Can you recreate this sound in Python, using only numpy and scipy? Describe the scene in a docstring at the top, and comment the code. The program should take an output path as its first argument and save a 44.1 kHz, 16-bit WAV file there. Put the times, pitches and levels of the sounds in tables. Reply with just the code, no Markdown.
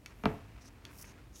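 """A tortoise walks over a laminate floor, close by in a quiet room.
Its shell drops on the boards with a double knock and rocks to rest, leaving floor and shell ringing.
Claws tick on the hard surface, scaly feet scuff with a thin hiss,
and the shell drags softly between the steps, all over a low room tone."""
import sys
import numpy as np
from scipy import signal
from scipy.fft import rfft, irfft, next_fast_len
from scipy.io import wavfile

SR = 44100
rng = np.random.default_rng(int(sys.argv[2]) if len(sys.argv) > 2 else 0)


def to_wav(s):
    """Save 16-bit WAV."""
    ch = np.atleast_2d(s).T  # columns
    pcm = np.round(np.clip(ch, -1, 1) * 32767)  # PCM
    wavfile.write(sys.argv[1], SR, pcm.astype(np.int16))


N = 61739


def shell_knocks():
    """Each knock sends a bending wave through the boards and leaves floor and shell ringing."""
    # shell hits (time [s], thud gain [dB], ring gain [dB], low-pass corner [Hz])
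    knocks = [(0.236, -15.5, -11, 2830), (0.2554, -1, -1, 10100), (0.2771, -39, -19, 604),
              (0.316, -21, -23, 520), (0.339, -20, -22, 960), (0.355, -10, -40, 146)]
    # thud of the first bending wave (frequency [Hz], level [dB])
    thud_eq = [(25, -37), (60, -9), (100, 4), (200, 18), (380, 13), (900, 14), (1350, 11.5), (1550, 3.5),
               (2200, -1), (4200, -4), (5500, -14), (7500, -34), (16000, -8)]
    # shell resonances (frequency [Hz], level [dB], t60 [s])
    shell_modes = [(1176, -31.5, 0.06), (1285, -35, 0.091), (1347, -52.5, 0.35), (1437, -44, 0.095),
                   (1596, -37, 0.053), (1974, -40.5, 0.082), (2018, -41.5, 0.1), (2330, -32.5, .04),
                   (2363, -45, 0.056), (2735, -36, .035)]
    # dense rumble of floor and room (frequency [Hz], level [dB])
    rumble_eq = [(25, -19), (50, -9), (110, 28), (230, 20), (450, 12.5), (600, 7), (1200, 2), (1600, -3.5),
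                 (2500, -4.5), (3300, -12), (6000, -27), (9000, -30), (16000, -47)]
    # its decay (frequency [Hz], t60 [s])
    rumble_decay = [(50, 0.24), (200, 0.12), (700, 0.38), (2500, 0.37), (8000, 0.4)]
    out, hz = np.zeros(N), np.fft.rfftfreq(N, 1 / SR)
    travel_s = 0.001983  # at 1 kHz; the treble runs ahead of the bass
    dispersion = np.exp(-4j * np.pi * travel_s * np.sqrt(1000 * hz))
    thud = rfft(impulse(thud_eq, size=8192))
    body = floorboards() + ring(shell_modes)
    for start, thud_db, ring_db, corner_hz in knocks:
        ringing = rfft(body + tail(rumble_decay, rumble_eq))
        blow = irfft((amp(thud_db) * thud + amp(ring_db) * ringing) * dispersion, N)
        add(out, start, soften(blow[:N // 2], corner_hz))
    add(out, .29, ring([(51, -38.5, 0.22)]))  # the floor flexes once the weight is down
    return out


def floorboards():
    """Neighbouring planks ring slightly apart, so each mode beats with a weaker twin."""
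    # plank resonances (frequency [Hz], level [dB], t60 [s])
    modes = [(97.3, -36.5, 0.33), (159, -40, 0.32), (208.3, -24.5, 0.11), (244, -27, 0.081),
             (284.7, -35, 0.39), (432.6, -30.5, 0.34), (482, -40, .22), (618, -38.5, 0.08),
             (679, -46.5, 0.42), (690, -36, 0.15), (885, -32, 0.077), (939, -46, 0.089)]
    twins = [(hz * 1.032, db - 12, t60) for hz, db, t60 in modes]
    return ring(modes + twins)


def claw_ticks():
    """A claw tip snaps and strikes short modes, favouring those near its own pitch; the room answers."""
    # claw hits (time [s], gain [dB], focus pitch [Hz], low-pass corner [Hz])
    ticks = [(0.0609, 0.5, 2380, 15000), (0.2375, -14.5, 6500, 7500), (0.8524, -2.5, 3670, 14400),
             (0.8685, -20, 4050, 7000), (1.0433, -5.5, 2200, 2720), (1.0863, -37, 6000, 12000)]
    # dry snap of the tip (frequency [Hz], level [dB])
    snap_eq = [(200, -58), (1000, -27.5), (2000, -18), (3300, -15), (5500, -16.5), (6800, -25), (8200, -23),
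               (12500, -25.5), (16000, -36)]
    # claw and surface resonances (frequency [Hz], level [dB], t60 [s])
    claw_modes = [(1445, -51, 0.045), (2284, -48, 0.026), (2630, -44, 0.021), (3015, -50, 0.033),
                  (3440, -42.5, .011), (4400, -39, 0.0082), (5570, -38.5, 0.0071), (6310, -43.5, 0.014)]
    # room reverb (frequency [Hz], t60 [s])
    room_decay = [(300, 0.11), (2500, 0.076), (12000, 0.41)]
    bell_db, bell_octaves, reverb_db = 8.5, 0.23, -8
    out = np.zeros(N)
    for start, gain_db, focus_hz, corner_hz in ticks:
        focus = lambda hz: bell_db * (np.exp(-(np.log2(hz / focus_hz) / bell_octaves) ** 2) - .5)
        snap = impulse([(hz, db + focus(hz)) for hz, db in snap_eq])
        tick = snap + ring([(hz, db + focus(hz), t60) for hz, db, t60 in claw_modes])
        reverb = signal.fftconvolve(tick, tail(room_decay, [(1, reverb_db)]))[:N]
        add(out, start, amp(gain_db) * soften(tick + reverb, corner_hz))
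    return out


def foot_scuffs():
    """Scales slip in short swelling strokes: a narrow squeaky band and a wide fizz, both stuttering."""
    # strokes (time [s], length [s], squeak gain [dB], squeak pitch [Hz], fizz gain [dB], low-pass [Hz])
    scuffs = [(0.142, .26, -13.5, 12600, -17.5, 15000), (0.604, 0.037, 1.5, 5800, -14, 9000),
              (0.636, 0.034, 4.5, 5600, -9.5, 10500), (0.666, 0.025, 5, 5900, -10, 10200),
              (0.897, 0.17, -15, 14640, -6, 17900), (0.973, 0.035, 0, 5650, -3, 18000),
              (1.008, 0.026, 6, 6100, 1.5, 16900), (1.029, 0.1, 1, 6180, -10, 12200),
              (1.328, 0.05, 0, 6300, -15, 13000), (1.359, 0.024, -1, 3500, -22, 13000),
              (1.352, .07, 5, 6260, -4, 13200)]
    # squeak band (frequency [multiple of its pitch], level [dB per Hz])
    squeak_eq = [(.25, -128), (.57, -110), (.78, -104), (.93, -98), (1.05, -95), (1.18, -107), (1.65, -115),
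                 (2.6, -127)]
    # fizz of the scales (frequency [Hz], level [dB per Hz])
    fizz_eq = [(1500, -120), (4200, -107), (5500, -92.5), (7500, -100), (10000, -95.5), (12500, -96.5),
               (16000, -100)]
    t, out = np.arange(N) / SR, np.zeros(N)
    grip = slips(per_s=4100, spread_db=1)
    fizz = colour(slips(per_s=4100, spread_db=1), fizz_eq)
    for start, length, squeak_db, squeak_hz, fizz_db, corner_hz in scuffs:
        swell = np.interp((t - start) / length, [0, 0.64, 1], [0, 1, 0]) ** 0.49
        squeak = colour(grip, [(ratio * squeak_hz, db) for ratio, db in squeak_eq])
        out += swell * (amp(squeak_db) * squeak + amp(fizz_db) * soften(fizz, corner_hz, order=2))
    stutter = soften(white(), corner_hz=130)
    return out * amp(1.2 * stutter / stutter.std())  # 1.2 dB rms of flutter


def shell_drag():
    """The underside rubs along the boards with a dull grainy rustle, and they hum faintly."""
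    # level ride of the slide (time [s], gain [dB])
    ride = [(0, -50), (.04, -12.5), (.115, 3.5), (.15, -8), (.23, -2), (.42, -1.5), (0.552, -4), (0.583, 1),
            (.61, -4), (.685, -2), (.71, -6), (.83, -4.5), (.865, 2), (.925, 1.5), (.96, -2), (1.10, 0.5),
            (1.19, -3.5), (1.31, -10), (1.4, -7)]
    # tone of the rustle (frequency [Hz], level [dB per Hz])
    rustle_eq = [(60, -110), (220, -84.5), (450, -99), (850, -94), (1600, -96), (2550, -97), (3200, -106),
                 (5500, -110), (9000, -120), (16000, -126)]
    envelope = amp(np.interp(np.arange(N) / SR, *np.transpose(ride)))
    rub = slips(per_s=2800, spread_db=-0.5) * envelope
    hum = amp(-121) * signal.fftconvolve(rub, floorboards())[:N]
    return colour(rub, rustle_eq) + hum


def room_tone():
    """The low, steady hush of the room."""
    # noise bed (frequency [Hz], level [dB per Hz])
    hush_eq = [(15, -115), (30, -102), (46, -69), (70, -77), (110, -77), (170, -87.5), (300, -87),
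               (550, -97), (1200, -104), (2500, -107), (4000, -112), (9000, -116), (16000, -119)]
    return colour(white(), hush_eq)


def ring(modes, build_cycles=0.45):
    """Tones of a struck object swell quickly and die away: (frequency [Hz], level [dB], t60 [s])."""
    t, out = np.arange(N) / SR, np.zeros(N)
    for hz, db, t60 in modes:
        attack = 1 - np.exp(-(t * hz / build_cycles) ** 2)
        decay = np.exp(-np.log(1000) * t / t60)
        out += amp(db) * attack * decay * np.cos(2 * np.pi * hz * t)
    return out


def tail(t60s, spectrum, size=256):
    """Dense reflections build up over about a cycle, then die, each band at its own speed."""
    noise = colour(rng.choice([-1., 1.], N), spectrum)
    hz, t, bands = signal.stft(noise, SR, nperseg=size)
    t60 = np.maximum(read(t60s, hz), .01)[:, None]
    decay = np.exp(-np.log(1000) * t / t60) * np.sqrt(2 * np.log(1000) / (t60 * SR))  # unit energy
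    attack = 1 - np.exp(-(t * np.maximum(hz, 60)[:, None]) ** 2)
    return signal.istft(bands * decay * attack, SR, nperseg=size)[1][:N]


def slips(per_s, spread_db):
    """Friction as tiny random slips of uneven size, 0 dB per Hz."""
    grains = white() * (rng.random(N) < per_s / SR)
    grains *= amp(spread_db * np.minimum(rng.exponential(1, N), 4))
    return grains / (grains.std() + 1e-12) * np.sqrt(SR / 2)


def impulse(spectrum, size=1024):
    """The tightest click with a given spectrum (minimum phase)."""
    log_gain = np.log(amp(read(spectrum, abs(np.fft.fftfreq(size, 1 / SR)))))
    click = np.fft.ifft(np.exp(np.conj(signal.hilbert(log_gain)))).real
    return np.pad(click, (0, N - size))


def soften(x, corner_hz, order=4):
    """Low-pass: a softer contact loses its treble."""
    return signal.sosfilt(signal.butter(order, corner_hz, fs=SR, output="sos"), x)


def colour(x, points):
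    """Shapes x with an EQ curve in dB."""
    size = next_fast_len(len(x))
    gain = amp(read(points, np.fft.rfftfreq(size, 1 / SR)))
    return irfft(rfft(x, size) * gain, size)[:len(x)]


def white():
    """White noise at 0 dB per Hz."""
    return rng.standard_normal(N) * np.sqrt(SR / 2)


def amp(db):
    """Decibels to gain."""
    return 10 ** (np.asarray(db) / 20)


def read(points, hz):
    """Reads a curve on a log-frequency axis."""
    point_hz, value = np.transpose(points)
    return np.interp(np.log(hz + 1), np.log(point_hz + 1), value)


def add(mix, start_s, sound):
    """Drops a sound into the mix."""
    part = mix[round(start_s * SR):][:len(sound)]
    part += sound[:len(part)]


def scene():
    """The walking tortoise over the room tone, in mono."""
    return (shell_knocks() + claw_ticks() + foot_scuffs() + shell_drag() + room_tone())[None]


def record(dry):
    """A steep high cut at 16.2 kHz on the whole mix."""
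    high_cut = signal.firwin(511, 16200, window=("kaiser", 9), fs=SR)
    return signal.oaconvolve(dry, high_cut[None], "same")


dry = scene()
out = record(dry)
to_wav(out)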